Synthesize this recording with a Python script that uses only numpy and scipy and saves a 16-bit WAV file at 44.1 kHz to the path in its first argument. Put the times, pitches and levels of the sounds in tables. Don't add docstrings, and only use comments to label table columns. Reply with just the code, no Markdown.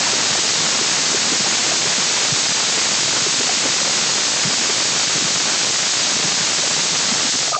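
import sys
import numpy as np
from scipy import signal
from scipy.fft import rfft, irfft
from scipy.io import wavfile

SR = 44100
rng = np.random.default_rng(int(sys.argv[2]) if len(sys.argv) > 2 else 0)


def waveform_to_disk(signal):
    frames = np.transpose(np.atleast_2d(signal))
    scaled = np.clip(frames, -1, 1) * 32767
    samples = np.round(scaled).astype(np.int16)
    wavfile.write(sys.argv[1], SR, samples)


N = 334719
T = np.arange(N) / SR
HZ = np.fft.rfftfreq(N, 1 / SR)


def gain_of(db):
    return 10 ** (np.asarray(db) / 20)


def unit_rms(x):
    return x / np.sqrt(np.mean(x ** 2) + 1e-20)


def noise(spectrum, lift_db=0):
    hz, db = np.transpose(spectrum)
    shape_db = np.interp(np.log(HZ + 1), np.log(hz), db) + lift_db
    return unit_rms(irfft(rfft(rng.standard_normal(N)) * gain_of(shape_db), N))


def wander(rate_hz):
    return unit_rms(irfft(rfft(rng.standard_normal(N)) / (1 + (HZ / rate_hz) ** 4), N))


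def flow_db(start_db=-18.5, sink_s=7.345, shut_s=7.485):
    sinking, shut = np.maximum(T - sink_s, 0), np.maximum(T - shut_s, 0)
    return start_db - 0.1034 * T - 6 * sinking - 83 * shut


# f/Hz, relative level/dB
TURBULENCE_SPECTRUM = [(30, -24), (60, -17), (110, -10.5), (170, -8.5), (260, -3), (500, -4), (900, -7.5),
                       (2000, -30)]

def rumble(re_flow_db=-24.5, lump_db=4.0, lump_hz=22):
    eddies = noise(TURBULENCE_SPECTRUM) * gain_of(lump_db * wander(lump_hz))
    return gain_of(re_flow_db + flow_db()) * unit_rms(eddies)


def bubbles(re_flow_db=-22.5, per_s=40, low_hz=140, high_hz=800, cycles=1.2, spread_db=1.9, pitches=16):
    t = np.arange(-SR // 25, SR // 25) / SR
    out = np.zeros(N)
    for hz in np.geomspace(low_hz, high_hz, pitches):
        sizes = gain_of(spread_db * np.minimum(rng.exponential(1, N), 2))
        events = rng.random(N) < per_s / pitches / SR
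        pulse = np.exp(-.5 * (t * hz / cycles) ** 2) * np.sin(2 * np.pi * hz * t)
        out += signal.oaconvolve(sizes * events, pulse, "same")
    return gain_of(re_flow_db + flow_db()) * unit_rms(out)


# t/s, envelope peak level/dB, f/Hz
GULP_PULSES = [(0.071, -22, 958), (0.134, -24, 418), (0.356, -23, 747), (0.390, -23.5, 342),
               (0.814, -23.5, 376), (1.148, -18, 400), (1.325, -21.5, 290), (1.408, -21.5, 180),
               (1.467, -21, 770), (1.720, -22.5, 673), (1.857, -25, 399), (2.174, -24, 986),
               (2.329, -18.5, 135), (3.169, -26, 313), (3.225, -25.5, 139), (3.269, -21, 390),
               (3.403, -20, 270), (3.411, -20, 420), (3.497, -20, 726), (3.656, -22.5, 280),
               (3.660, -21, 540), (3.817, -23, 559), (3.877, -27, 550), (4.458, -17, 151),
               (4.479, -20.5, 190), (4.697, -22.5, 426), (5.156, -24, 162), (5.179, -25, 263),
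               (5.226, -25, 248), (5.252, -24.5, 160), (5.358, -27, 115), (6.249, -24.5, 181),
               (6.640, -22, 576), (7.123, -21, 227), (7.254, -24, 252), (7.357, -23, 248),
               (7.485, -26, 650), (7.525, -16, 688), (7.536, -15.5, 1240), (7.549, -14, 1212),
               (7.563, -15.5, 1230), (7.568, -21.5, 620), (7.583, -22, 730)]

def gulps(rise_s=.0043, fade_over_rise=1.2, sag_cycles=.06, roughness=0.48, rough_hz=280):
    out = np.zeros(N)
    for (peak_s, db, hz), phase in zip(GULP_PULSES, rng.random(len(GULP_PULSES))):
        rise = rise_s * (400 / hz) ** .12
        fade = rise * fade_over_rise
        near = slice(*np.searchsorted(T, [peak_s - 4 * rise, peak_s + 4 * fade]))
        t = T[near] - peak_s
        age = t / np.where(t < 0, rise, fade)
        turns = hz * t - sag_cycles * age ** 2 + phase
        out[near] += gain_of(db) * np.exp(-.5 * age ** 2) * np.sin(2 * np.pi * turns)
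    return out * (1 + roughness * wander(rough_hz))


def reflections(x, echo_db=-17, reach_s=.025, count=40):
    delays = (rng.random(count) * reach_s * SR).astype(int)
    taps = np.bincount(delays, rng.standard_normal(count)) / np.sqrt(count)
    return x + gain_of(echo_db) * signal.oaconvolve(x, taps)[:N]


# f/Hz, relative level/dB
JET_SPECTRUM = [(100, -30), (600, -20.5), (1500, -11.5), (2300, -8), (3100, -6), (3800, -2), (4500, -0.5),
                (5600, -1), (6700, -0.5), (7500, -4), (8100, -7.5), (8700, -14), (10000, -30.5)]
# f/Hz, width/Hz before narrowing, lift/dB before scaling
VALVE_RESONANCES = [(3561, 38, 3.3), (3778, 54, 3.3), (3926, 22, 3.2), (4161, 48, 3.6), (4247, 27, 3.7),
                    (4348, 22, 4.7), (4565, 81, 3.2), (4671, 22, 4.3), (4897, 22, 2.8), (4973, 54, 4.7),
                    (5075, 54, 2.9), (5212, 22, 2.4), (5426, 48, 3.2), (5632, 22, 2.4), (5690, 27, 2.7),
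                    (5813, 32, 2.7), (5947, 32, 4.6), (6238, 22, 2.5), (6363, 27, 2.7), (6444, 59, 4.9),
                    (6551, 27, 5.1), (6636, 22, 2.7), (6787, 54, 5.6), (6887, 22, 2.6), (7091, 32, 2.8),
                    (7242, 43, 2.9), (7316, 59, 3.5), (7467, 48, 3.5), (7624, 32, 4.2), (7699, 75, 3.3)]

def jet(re_flow_db=1.7, lift_scale=1.4, narrowing=1.5):
    lift_db = sum(db * np.exp(-np.log(2) * (2 * narrowing * (HZ - hz) / width) ** 2)
                  for hz, width, db in VALVE_RESONANCES)
    steam = reflections(noise(JET_SPECTRUM, lift_scale * lift_db))
    return gain_of(re_flow_db + flow_db()) * unit_rms(steam)


def scene():
    return np.tile(jet() + bubbles() + rumble() + gulps(), (2, 1))


def overload(x, ceiling=0.73, trip=0.31, rail=0.19, stuck_ms=0.2):
    trips = np.diff((x < -trip).astype(float), prepend=0) > 0
    hold = np.clip(stuck_ms * SR / 1000 - np.arange(32), 0, 1)
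    stuck = np.minimum(signal.lfilter(hold, 1, trips.astype(float)), 1)
    return (1 - stuck) * ceiling * np.tanh(x / ceiling) - stuck * rail


def record(dry, low_cut_hz=115, high_cut_hz=8200, edge_hz=8950):
    high_pass = 1 / np.sqrt(1 + (low_cut_hz / (HZ + 1)) ** 7)
    low_pass = 1 / np.sqrt(1 + (HZ / high_cut_hz) ** 50)
    heard = irfft(rfft(overload(dry)) * high_pass * low_pass, N)
    band_edge = signal.firwin(401, edge_hz, window=("kaiser", 9), fs=SR)
    return signal.oaconvolve(heard, band_edge[None], "same")


dry = scene()
out = record(dry)
waveform_to_disk(out)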